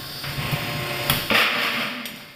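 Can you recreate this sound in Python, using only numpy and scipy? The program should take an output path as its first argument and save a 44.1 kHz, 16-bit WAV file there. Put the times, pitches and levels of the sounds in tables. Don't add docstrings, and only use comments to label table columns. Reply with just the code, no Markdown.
import sys
import numpy as np
from scipy import signal
from scipy.fft import rfft, irfft
from scipy.io import wavfile

SR = 44100
rng = np.random.default_rng(int(sys.argv[2]) if len(sys.argv) > 2 else 0)


def unload_audio(sound):
    columns = np.transpose(np.atleast_2d(sound))
    steps = np.round(np.clip(columns, -1, 1) * 32767)
    wavfile.write(sys.argv[1], SR, steps.astype(np.int16))


N = 103635
T = np.arange(N) / SR

# time in seconds, then idle hiss, oil rush and frame rumble in dB.
STROKE_LEVELS = [(0, -33, -58, -39), (.22, -33.5, -54, -42), (.3, -32.5, -33.5, -34),
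                 (.36, -32.5, -38.5, -34.5), (.42, -39, -28.5, -35), (.66, -53, -28.5, -28.5),
                 (.78, -37, -31.5, -29.5), (.92, -41, -28.5, -36), (1.08, -30, -29.5, -36),
                 (1.17, -27.5, -34, -51), (1.29, -31.5, -43, -60), (1.5, -60, -39, -53),
                 (1.8, -64, -36, -45.5), (2.03, -73, -45, -61), (2.18, -42.5, -42, -57),
                 (2.35, -50, -53.5, -53)]
# frequency in Hz, relative level in dB.
CLATTER_SPECTRUM = [(60, -30), (150, -14), (240, -9.5), (400, -13.5), (600, -2.5), (950, -6.5), (1200, 0.5),
                    (1550, -1), (2300, 0.5), (3100, -2), (3700, -5.5), (5000, -10), (7000, -23.5),
                    (15000, -28.5)]
SPRAY_SPECTRUM = [(500, -29), (3000, -3), (5000, 2), (9000, -3), (15000, -4.5)]


def amp(db):
    return 10 ** (np.asarray(db) / 20)


def unit(x):
    return x / np.sqrt(np.mean(x ** 2) + 1e-20)


def read(points, hz):
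    f, value = np.transpose(points)
    return np.interp(np.log(hz + 1), np.log(f), value)


def curve(rows, column=1):
    rows = np.array(rows)
    return np.interp(T, rows[:, 0], rows[:, column])


def shaped(x, spectrum):
    return unit(irfft(rfft(x) * amp(read(spectrum, np.fft.rfftfreq(N, 1 / SR))), N))


def noise(spectrum):
    return shaped(rng.standard_normal(N), spectrum)


def band(hz, width_hz):
    f = np.fft.rfftfreq(N, 1 / SR)
    return unit(irfft(rfft(rng.standard_normal(N)) / (1 + (2 * (f - hz) / width_hz) ** 2), N))


def tone(hz, waver_hz, flutter):
    cycles = np.cumsum(hz + waver_hz * band(0.71, 38.7)) / SR
    return unit((1 + flutter * band(1, 34)) * sine(cycles))


def sine(cycles):
    return np.sin(2 * np.pi * (cycles + rng.random()))


def strike(start, t60, rise=0.00066):
    t = np.maximum(T - start, 0)
    return np.minimum(t / rise, 1) * amp(-60 * t / t60)


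def convolve(x, response):
    return signal.fftconvolve(x, response)[:N]


def blade_clacks():
    # start in seconds, level in dB, burst t60 in seconds, relative tail in dB.
    impacts = [(0.514, -29, 0.23, -8), (1.0971, -9, 0.038, -8.5)]
    # frequency in Hz, relative level in dB.
    burst_spectrum = [(100, 1.5), (400, -13.5), (800, -8), (1350, -7), (1700, -9), (2800, -2), (3500, -10),
                      (4700, -9), (8000, -13.5), (12000, -8), (15500, -8)]
    blade_modes = [(1350, -3.5), (2450, -13), (2780, -9), (3320, -3.5), (9550, -6.5)]
    beam_hz = 325
    out = np.zeros(N)
    for start, db, t60, tail_db in impacts:
        ring = sum(amp(mode_db) * sine(hz * T) for hz, mode_db in blade_modes) * strike(start, t60=0.032)
        burst = noise(burst_spectrum) * (strike(start, t60) + amp(tail_db) * strike(start, t60=0.52))
        spray = amp(-33) * noise(SPRAY_SPECTRUM) * strike(start, t60=0.26)
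        beam = amp(-29.5) * np.sin(2 * np.pi * beam_hz * (T - start)) * strike(start, t60=2.2)
        out += amp(db) * (burst + ring + spray + beam)
    return out


def frame_thumps(drone):
    # start in seconds, level in dB, t60 in seconds.
    thumps = [(.371, -26.5, .3), (.422, -27.5, .25), (.517, -23.5, .25), (.59, -29, .3), (1.1, -21.5, .4),
              (1.308, -35, .25), (1.8, -44, .3), (2.105, -39, .4)]
    # frequency in Hz, relative level in dB.
    spectrum = [(20, -52), (50, -17), (68, -6), (95, -11), (130, 1.5), (175, -4), (240, -3), (350, -46),
                (700, -30), (3000, -90)]
    return sum(amp(db) * unit(noise(spectrum) + amp(-4) * drone) * strike(start, t60, rise=0.0085)
               for start, db, t60 in thumps)


def falling_strip():
    # start in seconds, relative force in dB.
    blows = [(1.302, 6.5), (1.310, 1.5), (1.347, 9), (1.357, -0.5), (1.378, 6), (1.386, -1), (1.404, 2),
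             (1.412, 3.5), (1.429, 1), (1.552, -3), (1.619, 1), (1.65, -4), (1.801, -4), (1.81, -6),
             (2.196, -16), (2.209, -23), (2.221, -23), (2.286, -19.5)]
    # time in seconds, relative rattling force in dB, treble scrape in dB.
    rattle_levels = [(1.3, -48, -66), (1.345, -19, -26), (1.42, -18, -27), (1.46, -16, -39),
                     (1.53, -12.5, -46), (1.64, -10, -31), (1.72, -17.5, -37.5), (1.84, -17, -37),
                     (1.95, -23, -50), (2.05, -29, -64), (2.35, -83, -58)]
    # frequency in Hz, relative level in dB.
    strong_modes = [(467, -5), (1161, -1), (1213, 0), (1400, -1), (1778, -1), (1843, -2), (2130, 3),
                    (2450, 2), (2608, -2)]
    # frequency in Hz, relative level in dB, t60 in seconds.
    low_modes = [(118, -11, .25), (222, 3.5, .14), (285, -5, .22), (468, -4.5, .3), (548, 3, .13),
                 (880, -7, .35)]
    # time in seconds, level in dB.
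    wobble_levels = [(1.45, -73), (1.53, -34), (1.7, -39.5), (1.85, -34), (1.98, -41.5), (2.1, -41.5),
                     (2.35, -56.5)]
    landing_s, blow_decay_s, contacts_per_s, patches = 1.311, .003, 500, 2
    landed = T > landing_s
    impulses = unit(rng.standard_normal(N) * (rng.random(N) < contacts_per_s / SR))
    force = impulses * amp(curve(rattle_levels)) * landed
    for start, db in blows:
        decay = (T > start) * np.exp(-np.maximum(T - start, 0) / blow_decay_s)
        force += amp(db) * rng.standard_normal(N) * decay
    patch = rng.integers(0, patches, N)
    dense = unit(sum(convolve(force * (patch == k), noise(CLATTER_SPECTRUM) * strike(0, t60=0.44))
                     for k in range(patches)))
    contact = shaped(force, CLATTER_SPECTRUM)
    swing = unit(np.sqrt(abs(convolve(force ** 2, strike(0, t60=0.41) ** 2))))
    ring = swing * sum(amp(db) * tone(hz, waver_hz=5.38, flutter=0.75) for hz, db in strong_modes)
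    scrape = amp(curve(rattle_levels, column=2)) * noise(SPRAY_SPECTRUM)
    wobble = amp(curve(wobble_levels)) * band(hz=235.2, width_hz=55)
    bonk = sum(amp(db) * np.sin(2 * np.pi * hz * (T - landing_s)) * strike(landing_s, t60, rise=0.0015)
               for hz, db, t60 in low_modes)
    clatter = amp(-29) * dense + amp(-35.5) * contact + amp(-46) * ring
    return clatter + amp(-20) * bonk + (scrape + wobble) * landed


def steel_clinks():
    # start in seconds, level in dB.
    impacts = [(2.055, -29.5), (2.16, -44)]
    # frequency in Hz, relative level in dB.
    modes = [(3117, -10), (3741, -11), (4600, -9), (5701, -7), (6966, -7), (8199, -9), (8565, -12),
             (9647, -10), (11290, -11), (11980, -5), (12630, -10), (13430, -13), (14310, -12)]
    crack_spectrum = [(1500, -12), (2600, -3), (8000, -5.5), (14000, -13)]
    detune_hz = 45
    out = np.zeros(N)
    for start, db in impacts:
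        decay = strike(start, t60=.2)
        for hz, mode_db in modes:
            pair = unit(sum(gain * sine((hz + detune_hz * rng.uniform(-1, 1)) * T) for gain in (1, .5)))
            out += amp(db + mode_db) * pair * decay
        out += amp(db + 8) * noise(crack_spectrum) * (strike(start, t60=.03) + amp(-13) * decay)
    return out


def pump():
    # time in seconds, ripple frequency in Hz.
    ripple_pitch = [(0, 359), (.3, 360.8), (.5, 356.5), (1.1, 355.3), (1.4, 360), (2.35, 355.7)]
    # time in seconds, idling whine in dB, loaded whine in dB.
    whine_levels = [(0, -39, -44.5), (.28, -35, -47.5), (.42, -47, -36), (.8, -51, -33), (1.1, -49, -32.5),
                    (1.16, -61, -40.5), (2.0, -64, -54), (2.35, -55, -58)]
    # harmonic number, relative level in dB.
    idle_harmonics = [(10, -8), (13, 1), (14, -2.5), (15, -4.5), (16, -11), (17, -11), (24, -12), (25, -11)]
    load_harmonics = [(1, 0), (2, -1.5), (3, 0), (4, -10), (10, -8), (12, -5), (14, -4.5), (16, -10),
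                      (18, -5), (19, -6.5), (20, -11), (21, -13), (23, -3), (24, -12), (25, -11)]
    jitter, ripples_per_turn, swing_cycles = .00018, 12, .0025
    cycles = np.cumsum(curve(ripple_pitch) * (1 + jitter * band(0.79, 21))) / SR
    shaft_angle = 2 * np.pi * cycles / ripples_per_turn
    cycles += swing_cycles * np.sin(shaft_angle)
    def harmonic(k):
        throb = 1 + min(k * .014, .5) * np.cos(shaft_angle + rng.random())
        flutter = 1 + .24 * (band(1, 6.9) + 1j * band(1, 6.7))
        return throb * (flutter * np.exp(2j * np.pi * (k * cycles + rng.random()))).real
    def whine(harmonics):
        return unit(sum(amp(db) * harmonic(k) for k, db in harmonics))
    buzz = amp(-13) * whine([(k, 4 * rng.standard_normal()) for k in range(26, 43)])
    idling = amp(curve(whine_levels)) * (whine(idle_harmonics) + buzz)
    loaded = amp(curve(whine_levels, column=2)) * (whine(load_harmonics) + buzz)
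    return idling + loaded


def oil_flow():
    # frequency in Hz, relative level in dB.
    hiss_spectrum = [(25, 5), (60, -22), (300, 4), (550, -0.5), (900, -4.5), (1550, 2), (2400, -6),
                     (3500, 1.5), (4700, 4), (6500, -5), (15000, -6.5)]
    rush_spectrum = [(100, -17), (260, -0.5), (500, 1), (1000, 0), (1550, -1.5), (2100, 2.5), (2750, 3),
                     (3500, -2.5), (5000, -6), (8000, -11.5), (15000, -14)]
    pipe_modes = [(583, 0), (2105, -5), (2562, -6)]
    # time in seconds, level in dB.
    pipe_levels = [(0, -54), (.22, -54), (.28, -45), (.77, -37.5), (1.06, -32.5), (1.3, -43.5),
                   (1.85, -41.5), (2.1, -51), (2.35, -54.5)]
    hiss = amp(curve(STROKE_LEVELS)) * noise(hiss_spectrum)
    rush = amp(curve(STROKE_LEVELS, column=2)) * noise(rush_spectrum)
    valve = amp(-28) * strike(start=.236, t60=0.43, rise=0.0019) * noise(CLATTER_SPECTRUM)
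    pipes = unit(sum(amp(db) * tone(hz, waver_hz=2.5, flutter=.28) for hz, db in pipe_modes))
    return hiss + rush + valve + amp(curve(pipe_levels)) * pipes


def frame_rumble(drone):
    # frequency in Hz, relative level in dB.
    spectrum = [(20, -33), (75, -9.5), (110, -3.5), (140, -1.5), (170, -12.5), (240, -5.5), (320, -15.5),
                (600, -68)]
    rumble = amp(curve(STROKE_LEVELS, column=3)) * unit(noise(spectrum) + amp(1) * drone)
    surge = amp(-26) * band(hz=74, width_hz=31) * strike(start=0.24, t60=0.83, rise=0.15)
    return rumble + surge


def workshop(x):
    # frequency in Hz, t60 in seconds.
    decay_times = [(100, 0.62), (1000, 0.46), (4000, 0.85), (15000, 0.28)]
    build_up_s = 0.029
    hz, t, spectra = signal.stft(rng.standard_normal(SR), SR, nperseg=256)
    envelope = amp(-60 * t / read(decay_times, hz)[:, None]) * np.minimum(t / build_up_s, 1)
    tail = signal.istft(spectra * envelope, SR, nperseg=256)[1]
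    return convolve(x, tail / np.linalg.norm(tail))


def scene():
    drone = tone(hz=139.6, waver_hz=10, flutter=.45)
    blows = blade_clacks() + frame_thumps(drone) + falling_strip() + steel_clinks()
    machine = pump() + oil_flow() + frame_rumble(drone)
    return (blows + machine + amp(-9) * workshop(blows))[None]


def record(dry):
    # frequency in Hz, gain in dB.
    colour_gain = [(20, -1.5), (3400, 0), (3950, -3.5), (4050, -29), (4120, -8.5), (4270, -2), (5100, -1.5),
                   (5600, -5.5), (6250, -18), (6800, -9.5), (7300, -8), (7900, -13.5), (8500, -6),
                   (9500, -6.5), (10200, -12.5), (11000, -3.5), (15000, -2.5)]
    cutoff_hz = 15500
    log_gain = np.log(amp(read(colour_gain, abs(np.fft.fftfreq(4096, 1 / SR)))))
    response = np.fft.ifft(np.exp(np.conj(signal.hilbert(log_gain)))).real[:2048]
    lowpass = signal.firwin(511, cutoff_hz, window=("kaiser", 9), fs=SR)
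    return signal.fftconvolve(convolve(dry[0], response), lowpass, "same")[None]


dry = scene()
out = record(dry)
unload_audio(out)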